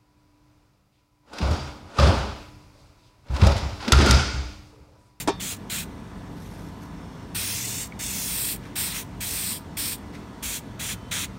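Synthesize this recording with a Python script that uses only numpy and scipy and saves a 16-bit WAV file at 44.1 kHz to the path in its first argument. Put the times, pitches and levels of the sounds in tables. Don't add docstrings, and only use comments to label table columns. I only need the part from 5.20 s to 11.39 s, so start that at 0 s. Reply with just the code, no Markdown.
import sys
import numpy as np
from scipy import signal
from scipy.fft import rfft, irfft, next_fast_len
from scipy.io import wavfile
from scipy.ndimage import uniform_filter1d

SR = 44100
rng = np.random.default_rng(int(sys.argv[2]) if len(sys.argv) > 2 else 0)


def level_to_linear(level):
    exponent = np.asarray(level, float) / 20
    return 10 ** exponent


def pcm_store(signal):
    levels = np.round(np.clip(np.atleast_2d(signal), -1, 1) * 32767)
    wavfile.write(sys.argv[1], SR, levels.astype(np.int16).T)


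N = 272890
TIME = np.arange(N) / SR

# valve opens in seconds, finger lifts in seconds, valve seats in seconds,
# flow in dB, swell while held in dB.
PRESSES = [(-.1, 0.009, .04, -34, -1), (0.196, 0.321, 0.352, -35, 1.5), (0.494, 0.592, 0.64, -33.5, -0.5),
           (2.143, 2.625, 2.663, -32, -1), (2.787, 3.318, 3.352, -33.5, 2.5),
           (3.552, 3.634, 3.76, -30.5, 0.5), (3.737, 3.787, 3.83, -33.5, -0.5),
           (4.001, 4.316, 4.382, -33, 2.5), (4.566, 4.732, 4.758, -29.5, -4),
           (5.222, 5.366, 5.394, -33, -1), (5.59, 5.726, 5.747, -35.5, 1.5),
           (5.908, 6.042, 6.06, -31.5, -2)]
# time in seconds, level in dB.
PUFFS = [(.369, -51), (2.672, -46), (3.363, -44.5), (4.391, -60), (4.783, -57)]
# frequency in Hz, level in dB per Hz.
JET_COLOUR = [(500, -18), (900, -9), (1300, -5), (1800, -1), (2400, 3), (3400, 1.5), (4300, 0), (5300, 0.5),
              (6100, 0), (7000, 2), (8800, 2.5), (11000, -1), (13200, -5), (14500, -0.5), (16500, -5)]
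JET_BANDS = [
    (4500, 10000),
    (1800, 4500),
    (10000, 15800),
    (900, 1800),
]
# time in seconds, jet striking the board in dB, mouth facing microphone in dB.
AIM = [(0, -2.5, -3.5), (.26, -5, -6), (.58, -1.5, -3.5), (2.16, -4, -2.5), (2.34, -4.5, -4),
       (2.49, -8, -7), (2.87, -7, -7), (2.98, -7.5, -2.5), (3.26, -7, -1), (3.6, -5.5, -1),
       (3.71, -4, -5.5), (3.76, -2.8, -3), (4.05, -5.5, -2.5), (4.25, -7, -4), (4.65, -6, -2.5),
       (5.3, -4.5, -4), (5.66, -2.5, -6), (6, -0.6, -8)]
# time in seconds, delay in ms, share from 0 to 1.
HAND = [(.01, .28, .3), (.27, .285, .45), (.55, .268, .35), (2.2, .218, .42), (2.4, .168, .5),
        (2.55, .15, .15), (2.63, .139, .35), (2.92, .155, .2), (3.1, .214, .4), (3.2, .232, .75),
        (3.34, .24, .55), (3.72, .225, .55), (3.745, .33, .3), (4.1, .215, .15), (4.27, .234, .75),
        (4.65, .224, .55), (5.26, .285, .3), (5.8, .297, .3)]
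# time in seconds, board delay in ms, board share from 0 to 1,
# ground delay in ms, ground share from 0 to 1.
BELOW = [(.01, 1.1, .3, 1.34, .1), (.23, 1.08, .08, 1.426, .1), (.3, 1.21, .18, 1.44, .12),
         (.56, 1.25, .2, 1.46, .08), (2.18, 1.241, .03, 1.498, .1), (2.38, 1.18, .05, 1.45, .17),
         (2.47, 1.132, .17, 1.41, .24), (2.63, 1.081, .35, 1.345, .34), (2.83, 1.101, .31, 1.365, .38),
         (2.92, 1.132, .27, 1.41, .27), (3.1, 1.22, .1, 1.499, .17), (3.32, 1.2, .08, 1.49, .12),
         (3.6, 1.33, .12, 1.46, .2), (3.78, 1.52, .1, 1.574, .12), (4.1, 1.2, .05, 1.5, .12),
         (6.03, 1.2, .06, 1.5, .06)]
# time in seconds, delay in ms, share from 0 to 1.
GLINT = [(0, 1.2, .25), (.2, 1.3, .2), (.3, 1.1, .25), (.6, 1.1, .25), (2.2, 1.56, .3), (2.3, 1.5, .25),
         (2.38, 1.32, .35), (2.45, 1.24, .25), (2.6, 1.18, .2), (2.82, 1.25, .35), (2.9, 1.03, .3),
         (2.97, 1.1, .35), (3.05, 1.2, .12), (3.3, 1.45, .15), (4.1, 1.5, .22), (5.25, 1.5, .25),
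         (5.4, 1.5, .1), (6.05, 1.65, .2)]
# frequency in Hz, gain in dB.
MICROPHONE = [(2600, 0), (2900, -2.5), (3300, 0.5), (4500, -1), (4930, -2.5), (5400, 0.5), (7800, -1),
              (9000, 3), (9500, -1.5), (10050, -2.5), (10350, -5), (10900, -0.5), (11200, 1)]
# time in seconds, crack in dB, ring in dB.
KNOCK = [
    (0.0742, -28.5, -29),
    (0.0839, -35, -45),
]
# frequency in Hz, level in dB, time to fall 60 dB in seconds.
CRACK = [(150, -40, .09), (260, 1, 0.046), (600, 0, 0.14), (1120, -5, 0.22), (1420, -8, 0.12),
         (5200, -14.5, 0.16), (7500, -13, 0.083), (16000, -36, .05)]
# frequency in Hz, level in dB, time to fall 60 dB in seconds.
METAL = [(1750, -14, .25), (1825, -9, .14), (2401, -7, .2), (2697, -11, .15), (2902, -13, .18),
         (3273, -17, .24), (3591, -11, .5), (3779, -6, .22), (4339, -20, .3), (4409, -16, .29),
         (4500, -8, .26), (5066, -5, .07), (5152, -8, .18), (5324, -7, .14)]
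# time in seconds, pitch in Hz, level in dB.
HOLLOW = [(.076, 330, -40), (.078, 300, -17), (.086, 275, -19), (.092, 340, -18), (.098, 400, -23),
          (.108, 410, -20), (.114, 400, -38), (.16, 360, -60), (.2, 360, -120)]
# time in seconds, level in dB, pitch in Hz, seconds to fall 60 dB.
PINGS = [(.0762, -27, 1150, .03), (.0843, -8.5, 880, .016), (.0846, -27, 770, .13), (.0905, -22, 921, .1),
         (.0846, -28, 1125, .14), (.198, -32, 3400, .02), (2.7228, -31, 2250, .022), (4.936, -37, 400, .04),
         (4.935, -45, 1950, .02)]
# starts in seconds, loudest in seconds, ends in seconds, level in dB,
# share of dull sole scuff from 0 to 1.
SHUFFLE = [
    (1.1, 1.21, 1.39, -56.5, .1),
    (1.22, 1.317, 1.44, -59.5, .1),
    (1.345, 1.422, 1.64, -58, .1),
    (1.602, 1.63, 1.68, -54, .1),
    (3.41, 3.442, 3.55, -49, .8),
    (4.923, 4.94, 5.05, -47, .85),
]
# frequency in Hz, level in dB per Hz.
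GRASS = [(500, -30), (1200, -5), (2500, -6), (5000, -3), (8500, -8.5), (12000, -7), (16000, -21)]
# frequency in Hz, level in dB per Hz.
SOLE = [(300, -25), (900, -4), (2000, 3), (5000, -8), (9000, -17), (16000, -30)]
# multiple of the shaft speed, level in dB.
HUM = [(11, -65), (12, -69.5), (15, -62), (16, -60), (17, -62.5), (18, -71.5), (21, -74), (25, -71),
       (29, -68), (34, -69), (49, -70), (58, -76), (61, -73), (76, -74), (102, -78)]
# multiple of the shaft speed, peak in seconds, rise in seconds,
# fall in seconds, level in dB.
WHINE = [(90, 2.1, .6, .5, -70), (92, 1.77, .2, .2, -74), (89, 1.74, .15, .15, -76),
         (93, 1.82, .12, .12, -77), (90, 4.5, .4, .6, -71), (76, 5.7, .4, .3, -74),
         (52, 5.85, .35, .25, -61)]
# centre in Hz, width in Hz, level in dB.
DRONE = [(50.7, 7.7, -51.5), (74.6, 13, -51.5), (96.5, 5.2, -49), (120.5, 5.4, -50.5), (138.2, 6.5, -61.5),
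         (163, 9.2, -49.5), (189.6, 5.5, -51), (213, 9.6, -55.5), (295, 6.8, -54.5), (361.7, 16, -62)]
# frequency in Hz, level in dB per Hz.
TRAFFIC = [(13, -50), (25, -25), (33, -17), (48, -4), (75, -7), (102, -5), (150, -7.5), (190, -3.5),
           (258, -5.5), (293, -7.5), (325, -15), (440, -33), (750, -120)]
# frequency in Hz, level in dB per Hz.
YARD = [(190, -34), (320, -7), (390, -0.5), (480, -2.5), (570, -7.5), (700, -5), (800, -7.5), (1100, -8),
        (1700, -14), (2400, -18), (3600, -21.5), (5300, -24), (9000, -31), (16500, -42.5)]


def unit(x):
    return x / np.sqrt(np.mean(x ** 2) + 1e-20)


def along(points, hz):
    f, *columns = np.transpose(points)
    return [np.interp(np.log(hz + 1), np.log(f + 1), c) for c in columns]


def curves(rows, t=TIME):
    s, *columns = np.transpose(rows)
    return [np.interp(t, s, c) for c in columns]


def wobble(rate):
    knots = rng.standard_normal(int(N * rate / SR) + 2)
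    return np.interp(TIME * rate, np.arange(len(knots)), knots)


def shaped(x, gain, patchy_db=0):
    hz, t, z = signal.stft(x, SR, nperseg=512)
    patches = uniform_filter1d(rng.standard_normal(z.shape), size=5, axis=0)
    patches = uniform_filter1d(patches, size=8, axis=1)
    z = z * gain(hz[:, None], t[None]) * level_to_linear(patchy_db * unit(patches))
    return signal.istft(z, SR, nperseg=512)[1][:len(x)]


def noise(colour, patchy_db):
    m = next_fast_len(N + 8192)
    white = shaped(rng.standard_normal(N), lambda hz, t: 1, patchy_db)
    gain = level_to_linear(along(colour, np.fft.rfftfreq(m, 1 / SR))[0])
    return unit(irfft(rfft(white, m) * gain, m)[:N])


def damped(db, hz, t60, t):
    return level_to_linear(db - 60 * t / t60) * np.sin(2 * np.pi * hz * t)


def spray():
    spit = level_to_linear(0.46 * wobble(900) + 0.6 * wobble(120))

    def aim(hz, t):
        colour = level_to_linear(along(JET_COLOUR, hz)[0]) * paths(hz, t)
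        power = abs(colour * level_to_linear(along(MICROPHONE, hz)[0])) ** 2 / len(hz)
        heard_db = np.array([10 * np.log10(power[(hz[:, 0] > lo) & (hz[:, 0] < hi)].sum(axis=0))
                             for lo, hi in JET_BANDS])
        strike_db, mouth_db = curves(AIM, t)
        _, fresh, ease = [c[None] for c in valve(t[0])]
        strike_db = strike_db + 5.5 * fresh
        thin_db = 1.5 * np.sqrt(ease)
        splash_db = -9.5 + 1.47 * strike_db
        wanted_db = np.array([0 * t, strike_db + thin_db, mouth_db + thin_db, splash_db])
        core, roar, fizz, splash = wanted_db - heard_db[:, None]
        lowest = 1 / (1 + (hz / 1800) ** 10)
        low = 1 / (1 + (hz / 4500) ** 10)
        high = 1 / (1 + (10000 / (hz + 1)) ** 20)
        band_db = lowest * splash + (low - lowest) * roar + (1 - low - high) * core + high * fizz
        return colour * level_to_linear(band_db)

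    jet = shaped(unit(spit * rng.standard_normal(N)), aim, patchy_db=1.1)
    coarse = TIME[::16]
    return jet * np.interp(TIME, coarse, valve(coarse)[0])


def valve(t):
    opens, lifts, seats, db, swell_db = np.transpose(PRESSES)[..., None]
    snap_s, build_s, build_db = 0.0066, 0.014, 6
    ease_db, ease_bend = 12, 1.27
    seat_db, seat_s, tail_db_per_s = 13.5, 0.0099, 240
    fresh_s, puff_s = 0.023, 0.0046
    age = np.clip(t - opens, 0, None)
    shut = np.clip(t - seats, 0, None)
    ease = np.clip((t - lifts) / (seats - lifts), 0, 1)
    held_db = db + swell_db * np.clip(age / (lifts - opens), 0, 1) - build_db * np.exp(-age / build_s)
    lost_db = ease_db * ease ** ease_bend + seat_db * (1 - np.exp(-shut / seat_s)) + tail_db_per_s * shut
    gain = np.clip(age / snap_s, 0, 1) ** 2 * level_to_linear(held_db - lost_db)
    fresh = np.exp(-abs(t - opens) / fresh_s).max(axis=0)
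    loudest = gain.argmax(axis=0)[None]
    puffs = sum(level_to_linear(level) * np.exp(-.5 * ((t - s) / puff_s) ** 2) for s, level in PUFFS)
    ease = np.take_along_axis(ease, loudest, axis=0)[0] * (1 - fresh)
    return np.hypot(gain.max(axis=0), puffs), fresh, ease


def paths(hz, t):
    hand_ms, hand = curves(HAND, t)
    board_ms, board, ground_ms, ground = curves(BELOW, t)
    glint_ms, glint = curves(GLINT, t)

    def late(ms):
        return np.exp(-2j * np.pi * hz * ms / 1000)

    fingers = 1.2 / (1 + (4000 / (hz + 1)) ** 4) / (1 + (hz / 11000) ** 4)
    treble = 1 / (1 + (9400 / (hz + 1)) ** 8)
    rough = 1.9 * (1 - treble) / (1 + (3300 / (hz + 1)) ** 2)
    near = fingers * hand * late(hand_ms) + 1.7 * treble * glint * late(glint_ms)
    return 1 + near + rough * (board * late(board_ms) + ground * late(ground_ms))


def knock():
    out, t = np.zeros(N), np.arange(SR // 2) / SR
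    level_db, life = along(CRACK, np.fft.rfftfreq(512, 1 / SR)[:, None])
    for s, crack_db, ring_db in KNOCK:
        crack = shaped(rng.standard_normal(len(t)), lambda hz, u: level_to_linear(level_db - 60 * u / life))
        ring = sum(damped(db, hz, t60, t) for hz, db, t60 in METAL)
        onset = 1 - np.exp(-t / 0.0012)
        out[round(s * SR):][:len(t)] += onset * (level_to_linear(crack_db + 20) * crack + level_to_linear(ring_db) * ring)
    return out


def box():
    hz, db = curves(HOLLOW)
    return level_to_linear(db) * (TIME > HOLLOW[0][0]) * np.sin(2 * np.pi * np.cumsum(hz) / SR)


def pings():
    out, t = np.zeros(N + SR), np.arange(SR // 4) / SR
    for s, db, hz, t60 in PINGS:
        out[round(s * SR):][:len(t)] += damped(db, hz, t60, t)
    return out[:N]


def shuffle():
    strokes = []
    for start, peak, end, db, _ in SHUFFLE:
        fall_db = 15.5 * np.interp(TIME, [start, peak, end], [1, 0, 1])
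        strokes.append(level_to_linear(db - fall_db) * (TIME > start) * (TIME < end))
    strokes = np.array(strokes)
    dull = np.transpose(SHUFFLE)[4]
    blades, soles = uniform_filter1d([(1 - dull) @ strokes, dull @ strokes], size=400)
    clumps = level_to_linear(1.8 * wobble(70) + 2.4 * wobble(500))
    grass = blades * unit(clumps * noise(GRASS, patchy_db=2))
    scuff = soles * unit(clumps * noise(SOLE, patchy_db=1.5))
    return level_to_linear(2.0) * (grass + scuff)


def compressor():
    shaft_hz = 58.95
    turn = 2 * np.pi * np.cumsum(shaft_hz * (1 + 0.00043 * wobble(1.99))) / SR
    out = np.zeros(N)
    for k, db in HUM:
        out += np.sqrt(2) * level_to_linear(db + 2.4 * wobble(9)) * np.sin(round(k) * turn + 6 * rng.random())
    for k, peak, rise, fall, db in WHINE:
        swell_db = db - 10 * ((TIME - peak) / np.where(TIME < peak, rise, fall)) ** 2
        out += np.sqrt(2) * level_to_linear(swell_db + 1.5 * wobble(9)) * np.sin(k * turn)
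    return out


def drone():
    m = next_fast_len(N)
    hz = np.fft.rfftfreq(m, 1 / SR)[:4000]
    random_phase = np.exp(2j * np.pi * rng.random(len(hz)))
    spectrum = np.zeros(len(hz))
    for centre, width, db in DRONE:
        band = np.exp(-.5 * ((hz - centre) / width * 2) ** 2)
        spectrum += level_to_linear(db) * band / np.linalg.norm(band)
    return irfft(spectrum * random_phase, m)[:N] * m / np.sqrt(2)


def outdoors():
    traffic_db = -42.5 + .8 * wobble(2.5)
    traffic = level_to_linear(traffic_db) * noise(TRAFFIC, patchy_db=0.26)
    return traffic + level_to_linear(-47.5) * noise(YARD, patchy_db=1.3)


def scene():
    can = spray() + knock() + box() + pings()
    background = shuffle() + compressor() + drone() + outdoors()
    return np.tile(can + background, (2, 1))


def low_pass(x):
    return signal.sosfilt(signal.butter(12, 16880, fs=SR, output="sos"), x)


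def record(dry):
    m = next_fast_len(N + 4096)
    hz = np.fft.rfftfreq(m, 1 / SR)
    top_cut_db = 62 * np.clip((hz - 15820) / 120 + .5, 0, 1) ** 2
    gain = level_to_linear(along(MICROPHONE, hz)[0] - top_cut_db)
    mix = irfft(rfft(dry, m) * gain, m)[:, :N]
    return low_pass(mix)


dry = scene()
out = record(dry)
pcm_store(out)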